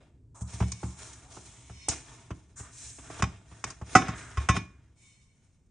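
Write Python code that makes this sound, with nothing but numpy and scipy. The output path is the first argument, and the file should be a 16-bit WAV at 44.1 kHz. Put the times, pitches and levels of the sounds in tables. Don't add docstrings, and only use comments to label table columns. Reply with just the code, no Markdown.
import sys
import numpy as np
from scipy import signal
from scipy.fft import rfft, irfft
from scipy.io import wavfile
from scipy.ndimage import uniform_filter1d

SR = 44100
rng = np.random.default_rng(int(sys.argv[2]) if len(sys.argv) > 2 else 0)


def to_wav(sig):
    pcm = np.clip(np.atleast_2d(sig), -1, 1) * 32767
    pcm = np.round(pcm).astype(np.int16)
    wavfile.write(sys.argv[1], SR, pcm.T)


N = 251370
TIME_S = np.arange(N) / SR
EVENT_S = TIME_S[:int(.9 * SR)]

# f/Hz, level/dB
ROOM_SPECTRUM = [(12, -19), (20, -.5), (54, -5), (107, -5.5), (609, -32), (751, -35.5), (3270, -54),
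                 (8200, -47), (10700, -64.5), (13900, -93), (22000, -120)]
ECHO_SPECTRUM = [(60, 0), (300, 9), (700, -2.5), (2000, -6), (6000, 0), (10000, -7)]
RUMBLE_SPECTRUM = [(20, -39), (32, -24.5), (45, -5.5), (64, 7.5), (90, -1), (118, 5.5), (150, -8.5),
                   (220, -14.5), (300, -11.5), (450, -21.5), (900, -54)]
RUSTLE_SPECTRUM = [(1500, -34.5), (2400, -16.5), (3500, -4.5), (4600, -8.5), (5400, -1), (6800, 1.5),
                   (8000, -8), (9200, 1), (10200, -29)]
DRAG_SPECTRUM = [(150, -1), (320, 0), (550, 4), (850, 0.5), (1120, 4.5), (1600, -2), (2200, -1.5),
                 (3300, -6), (4400, -3.5), (8000, -38.5)]
SLAP_SPECTRUM = [(120, -11), (335, 11), (520, -0.5), (750, 0), (1150, 2), (1700, -5.5), (2700, -3.5),
                 (3500, -5.5), (4400, -26.5), (8000, -39.5)]
CRACK_SPECTRUM = [(1800, -49.5), (2800, -13), (3600, -9), (4300, 6), (5200, 3), (6600, 7.5), (7600, 0.5),
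                  (8600, -2), (10200, -23)]
# f/Hz, t60/s, level/dB
COUNTER_MODES = [(71, 0.26, 3), (113, 0.25, 1.5), (180.4, 0.23, 1), (230, 0.13, -5.5), (289.9, 0.38, -14),
                 (362, 0.021, -14), (394, 0.11, -14.5), (470, 0.04, -20)]
# f/Hz, t60/s, level/dB touched at bottom, at wall, at rim, left minus right/dB
BOWL_MODES = [(754, .075, 5, -12, -35, -5), (1075, .15, -15, -2, -14, -1), (1215, .07, -5, -10, -30, -1),
              (1281, .085, -3, -13, -35, -1), (1338, .07, -4, -11, -35, -1), (1470, .06, -1, -5, -35, 0),
              (1966, .1, -11, -12, -28, -2), (2600, .11, -19, -16, -16, 0), (1723, .45, -36, -25, -32, 0),
              (2096, .06, -13, -15, -18, -1), (2432, .5, -36, -21, -5, 0), (3660, .35, -38, -27, -1, 0),
              (910, .06, -19, -26, -35, -2), (1105, .45, -29, -24, -35, -1), (1610, .12, -25, -22, -35, 0),
              (1845, .15, -26, -23, -30, 0), (2229, .4, -30, -28, 3, 0), (2280, .12, -23, -21, -6, 0),
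              (2790, .07, -24, -19, -16, 0), (2988, .25, -36, -25, -5, 0), (3133, .1, -29, -21, -14, 0),
              (3440, .2, -38, -28, -20, 0), (4253, .4, -52, -40, -2, 0), (5100, .1, -24, -24, -8, 0),
              (5335, .22, -28, -27, 1, 0), (5889, .25, -34, -30, -2, 0), (6358, .25, -34, -30, -5, 0)]
# t/s, rise/s, 20 dB fall/s, level/dB, cutoff/Hz
RIM_BRUSHES = [(0.579, .07, 0.53, -55.5, 9500), (1.66, 0.25, 0.12, -53, 9200),
               (4.51, 0.093, 0.05, -52.5, 2000), (4.95, 0.14, .38, -64.5, 3527)]
# t/s, rise/s, 20 dB fall/s, rustle/dB, drag/dB, scrape/Hz, crumbly share (0..1)
HAND_STROKES = [(0, .01, 0.16, -75, -62.5, 490, 0.44), (0.344, 0.012, 0.46, -54.5, -55, 926, 0.021),
                (0.402, 0.026, -0.05, -44.5, -67, 1070, 0.016), (0.459, .09, 0.58, -50, -56, 2050, 0.67),
                (0.79, 0.075, 0.32, -52.5, -56, 900, 0.14), (0.95, .08, 0.4, -49.5, -53.5, 1400, 0.56),
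                (1.218, .045, 0.4, -90, -60.5, 730, 0.3), (1.29, .06, 0.67, -54, -59.5, 900, 0.7),
                (1.41, .08, 1.3, -59.5, -62, 2700, 0.14), (1.905, .015, 0.1436, -41.5, -44.5, 2090, 0.4),
                (2.03, .08, 0.43, -58.5, -56.5, 880, 0.57), (2.556, 0.044, 0.07, -43, -52.5, 1420, 0.066),
                (2.618, .02, 0.17, -54.5, -53, 1330, 0.22), (2.701, .15, 0.45, -46, -59, 2040, 0.24),
                (2.97, 0.244, -0.14, -53.5, -49.5, 1310, 0.56), (3.236, .01, 0.23, -65.5, -52, 1100, 0.93),
                (3.451, .1, 1.24, -62.5, -62, 1400, 0.6), (3.657, 0.025, 0.0655, -51, -46, 1600, .5),
                (3.85, .11, 0.17, -48.5, -49.5, 2000, 0.94), (4.02, .04, 0.48, -58, -42, 1492, 0.3),
                (4.14, .04, 0.36, -50.5, -56, 1300, .5), (4.382, .04, 0.134, -55, -47.5, 1200, 0.72),
                (4.529, .04, 0.0465, -48.5, -39, 1470, 0.96), (4.951, .11, 0.33, -62.5, -93.5, 2317, .3),
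                (5.28, .17, 0.4, -77, -80, 2008, 0.58)]
# t/s, slap/dB, thud/dB, thud centre/Hz, place (0 bottom, 1 wall, 2 rim)
DOUGH_PATS = [(0.409, -56.5, -33.5, 96, 0), (0.533, -61, -39.5, 101, 1.2), (0.603, -38.5, -22.5, 114, 0.45),
              (0.622, -42.5, -46, 110, 0.54), (0.831, -41, -31.5, 116, 0),
              (1.367, -50.5, -51.5, 139, 0.081), (1.695, -54.5, -44, 92, 0.24),
              (1.883, -37.5, -36, 79, 1.9), (2.305, -44, -35.5, 101.6, 0.35),
              (2.598, -54.5, -43.5, 82, 0.39), (2.984, -54, -59, 170, 1.8), (3.1, -47, -66, 170, 0.28),
              (3.194, -46, -42.5, 85, 0.66), (3.513, -58.5, -48.5, 99, 0.89), (3.813, -48.5, -38, 100, .1)]
# t/s, clank/dB, crack/dB, thud/dB, thud centre/Hz, place, ring time factor
STEEL_KNOCKS = [(0.718, -51.5, -38.5, -50, 99, 1.23, 0.23), (1.885, -57, -28, -44, 260, 1.67, 1),
                (3.222, -28.5, -36.5, -24, 120, 0.53, 0.17), (3.238, -35.5, -50, -56, 180, 0.53, 0.14),
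                (3.640, -35.5, -38, -45.5, 108, 0.46, .12), (3.702, -53, -46, -61.5, 120.4, 1, .25),
                (3.951, -12, -26.5, -21.5, 199, 0.13, 0.89), (4.019, -36, -73, -39, 200, 0.83, 0.21),
                (4.081, -37, -46.5, -30.5, 169, 0.61, 0.9), (4.371, -36.5, -50, -25, 46, 0.95, 0.73),
                (4.487, -22, -33.5, -20, 115, 0.87, 0.82), (4.564, -34.5, -44.5, -29.5, 173, 0.63, 0.35)]


def undb(db):
    return 10 ** (np.asarray(db) / 20)


def unit(x):
    return x / np.sqrt(np.mean(x ** 2))


def burst(x):
    return x / np.sqrt(np.mean(x[..., :int(.03 * SR)] ** 2))


def noise(size):
    return rng.standard_normal((2, size))


def wobble(rate_hz):
    hold = int(SR / rate_hz)
    steps = np.repeat(rng.standard_normal(N // hold + 1), hold)
    return unit(uniform_filter1d(steps, hold)[:N])


def grains(per_s, scatter_db):
    clicks = noise(N) * (rng.random(N) < per_s / SR)
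    return clicks * undb(scatter_db * np.minimum(rng.exponential(size=N), 4))


def colour(x, spectrum):
    hz, db = np.transpose(spectrum)
    f = np.maximum(np.fft.rfftfreq(x.shape[-1], 1 / SR), 1)
    gain = undb(np.interp(np.log(f), np.log(hz), db))
    return unit(irfft(rfft(x) * gain, x.shape[-1]))


def band(x, hz, octaves):
    f = np.maximum(np.fft.rfftfreq(x.shape[-1], 1 / SR), 1)
    return unit(irfft(rfft(x) / (1 + (np.log2(f / hz) / octaves) ** 4), x.shape[-1]))


def butter(x, hz, kind):
    return signal.sosfilt(signal.butter(2, min(hz, SR / 3), kind, fs=SR, output="sos"), x)


def spread(pair, side_db, pan_db=0):
    mid, side = pair[0], pair[1] * undb(side_db)
    return np.array([(mid + side) * undb(pan_db / 2), (mid - side) * undb(-pan_db / 2)])


def add(out, sound, at_s):
    start = int(at_s * SR)
    part = sound[:, :N - start]
    out[:, start:start + part.shape[1]] += part


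def fade(t60_s, rise_s):
    return (1 - np.exp(-EVENT_S / rise_s)) * undb(-60 * EVENT_S / max(t60_s, .005))


def gesture(t, rise_s, fall_s):
    build = np.sin(np.pi / 2 * np.clip(t / rise_s, 0, 1))
    return build * undb(-20 * np.maximum(t - rise_s, 0) / max(fall_s, .01))


def room_tone(level_db=-63.5):
    return undb(level_db) * spread(colour(noise(N), ROOM_SPECTRUM), side_db=-14.5)


def kitchen_echo(x, t60_s=.36, wet_db=-19):
    tail = colour(noise(len(EVENT_S)), ECHO_SPECTRUM) * fade(t60_s, rise_s=.011)
    tail[1] = butter(tail[1], 500, "high")
    tail = spread(tail, side_db=-5) / np.linalg.norm(tail[0])
    return undb(wet_db) * signal.fftconvolve(x, tail, axes=1)[:, :N]


def hollow(x, t60_s=.05, echo_db=-2):
    bounces = rng.standard_normal(len(EVENT_S)) * fade(t60_s, rise_s=.003)
    echo = signal.fftconvolve(x, bounces[None] / np.linalg.norm(bounces), axes=1)
    return unit(x + undb(echo_db) * echo[:, :x.shape[1]])


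def wall_notch(x, hz=4330, width_hz=420):
    b, a = signal.iirnotch(hz, hz / width_hz, fs=SR)
    return signal.lfilter(b, a, signal.lfilter(b, a, x))


def rim_brush(damping=1.15):
    f = np.fft.rfftfreq(N, 1 / SR)
    response = sum(undb(rim_db) / (1 + 2j * np.pi * (f - hz) * t60_s / damping / np.log(1000))
                   for hz, t60_s, _, _, rim_db, _ in BOWL_MODES)
    shimmer = spread(unit(irfft(rfft(noise(N)) * response, N)), side_db=-4)
    return sum(undb(db) * unit(butter(shimmer, cutoff_hz, "low")) * gesture(TIME_S - at_s, rise_s, fall_s)
               for at_s, rise_s, fall_s, db, cutoff_hz in RIM_BRUSHES)


def squelch(pockets_hz=(657, 1120, 1610, 2550)):
    pops = sum(band(grains(per_s=140, scatter_db=6.5), hz, octaves=.27) for hz in pockets_hz)
    return spread(hollow(pops), side_db=-16)


def bowl_rumble(drag_level, rest_db=-57.5, over_drag_db=2.5, lifted_s=4.78, fall_s=.5):
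    resting = undb(rest_db - 20 * np.maximum(TIME_S - lifted_s, 0) / fall_s)
    rumble = spread(colour(noise(N), RUMBLE_SPECTRUM), side_db=-33.5)
    return rumble * np.hypot(resting, undb(over_drag_db) * drag_level)


def rubbing(drag_gain_db=1.5, squelch_gain_db=-12.5):
    rustle_level = drag_level = 0
    for at_s, rise_s, fall_s, rustle_db, drag_db, _, crumbly in HAND_STROKES:
        effort = np.sqrt(crumbly) * gesture(TIME_S - at_s, rise_s, fall_s)
        rustle_level = np.hypot(rustle_level, undb(rustle_db) * effort)
        drag_level = np.hypot(drag_level, undb(drag_db) * effort)
    slips = wobble(rate_hz=49)
    rustle = spread(colour(hollow(grains(per_s=3000, scatter_db=.5)), RUSTLE_SPECTRUM), side_db=-5.5)
    drag = spread(colour(hollow(grains(per_s=3000, scatter_db=2.5)), DRAG_SPECTRUM), side_db=-7.5)
    crumbs = rustle * undb(2 * slips)
    dough = wall_notch(drag) * undb(drag_gain_db + 1.3 * slips) + undb(squelch_gain_db) * squelch()
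    return rustle_level * crumbs + drag_level * dough + bowl_rumble(drag_level)


def swipes(hiss_hz=7280, hiss_gain_db=-2.5, scrape_gain_db=-2):
    out = np.zeros((2, N))
    for at_s, rise_s, fall_s, rustle_db, drag_db, scrape_hz, crumbly in HAND_STROKES:
        friction = hollow(noise(len(EVENT_S)), t60_s=.079, echo_db=-1.5)
        hiss = spread(band(friction, hiss_hz, octaves=.3), side_db=-4.5)
        scrape = spread(band(friction, scrape_hz, octaves=.55), side_db=-20.5)
        slide = undb(rustle_db + hiss_gain_db) * hiss + undb(drag_db + scrape_gain_db) * scrape
        add(out, slide * np.sqrt(1 - crumbly) * gesture(EVENT_S, rise_s, fall_s), at_s)
    return out


def counter_thud(centre_hz, at_s, dough_from_s=1.8, octaves=1.07):
    ring = .92 if at_s < dough_from_s else .36
    out = 0
    for k, (hz, t60_s, db) in enumerate(COUNTER_MODES):
        weight = (-1) ** k * undb(db) / (1 + (np.log2(hz / centre_hz) / octaves) ** 4)
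        out += weight * np.sin(2 * np.pi * hz * EVENT_S) * fade(t60_s * ring, rise_s=.005)
    return burst(out) * np.ones((2, 1))


def air_pock():
    air = spread(band(noise(len(EVENT_S)), hz=790, octaves=.66), side_db=-12)
    return burst(air * fade(t60_s=.034, rise_s=.001))


def bowl_clank(place, ring, bend_depth=.002, bend_hz=12, build_cycles=5, contact_s=.00058):
    out = np.zeros((2, len(EVENT_S)))
    for hz, t60_s, bottom_db, wall_db, rim_db, pan_db in BOWL_MODES:
        t = EVENT_S[:int(1.3 * t60_s * max(ring, .2) * SR)]
        phase, bend_phase = rng.uniform(0, 2 * np.pi, 2)
        bend = bend_depth * hz / bend_hz * np.sin(2 * np.pi * bend_hz * t + bend_phase)
        skew = .3 * np.sqrt(hz / 3000) * rng.standard_normal((2, 1))
        place_db = np.interp(place, [0, 1, 2], [bottom_db, wall_db, rim_db])
        gain = undb(place_db + np.array([[pan_db], [-pan_db]]) / 2)
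        envelope = (1 - np.exp(-t * hz / build_cycles)) * undb(-60 * t / (t60_s * ring))
        out[:, :len(t)] += gain * envelope * np.sin(2 * np.pi * hz * t + phase + bend + skew)
    return burst(out * (1 - np.exp(-EVENT_S / contact_s)))


def blow(slap_db, crack_db, clank_db, place, ring):
    size = len(EVENT_S) // 3
    slap = spread(colour(noise(size), SLAP_SPECTRUM), side_db=-14.5, pan_db=-1.5)
    slap *= fade(t60_s=.073, rise_s=.0026)[:size]
    slap = butter(slap, 1200 * 2 ** (2.4 * place), "low")
    crack = spread(colour(hollow(noise(size)), CRACK_SPECTRUM), side_db=-3)
    crack *= fade(t60_s=.019 + .09 * ring, rise_s=.002)[:size]
    snap = spread(band(noise(size), hz=8496, octaves=.12), side_db=-15)
    snap *= fade(t60_s=.015, rise_s=.0028)[:size]
    snap_db = crack_db - 12 + 12.5 * (place - 1)
    out = undb(clank_db) * bowl_clank(place, ring)
    for db, part in (slap_db, slap), (crack_db, crack), (snap_db, snap):
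        out[:, :size] += undb(db) * burst(part)
    return out


def knocks_and_pats(thud_lag_s=.004):
    out = np.zeros((2, N))
    for at_s, clank_db, crack_db, thud_db, thud_hz, place, ring in STEEL_KNOCKS:
        add(out, blow(clank_db - 9.5, crack_db, clank_db, place, ring), at_s)
        add(out, undb(thud_db) * counter_thud(thud_hz, at_s), at_s + thud_lag_s)
    for at_s, slap_db, thud_db, thud_hz, place in DOUGH_PATS:
        add(out, blow(slap_db, slap_db - 15, slap_db - 17, place, ring=.45), at_s)
        add(out, undb(slap_db - 5) * air_pock(), at_s)
        add(out, undb(thud_db) * counter_thud(thud_hz, at_s), at_s + thud_lag_s)
    return out


def scene():
    bowl = wall_notch(knocks_and_pats() + swipes()) + rubbing() + rim_brush()
    return bowl + kitchen_echo(bowl) + room_tone()


def record(dry, low_hz=40, top_hz=10400, ceiling=.92):
    thin = butter(dry, low_hz, "high")
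    rounded = thin / (1 + (thin / ceiling) ** 8) ** (1 / 8)
    return signal.sosfilt(signal.ellip(10, .2, 95, top_hz, fs=SR, output="sos"), rounded)


dry = scene()
out = record(dry)
to_wav(out)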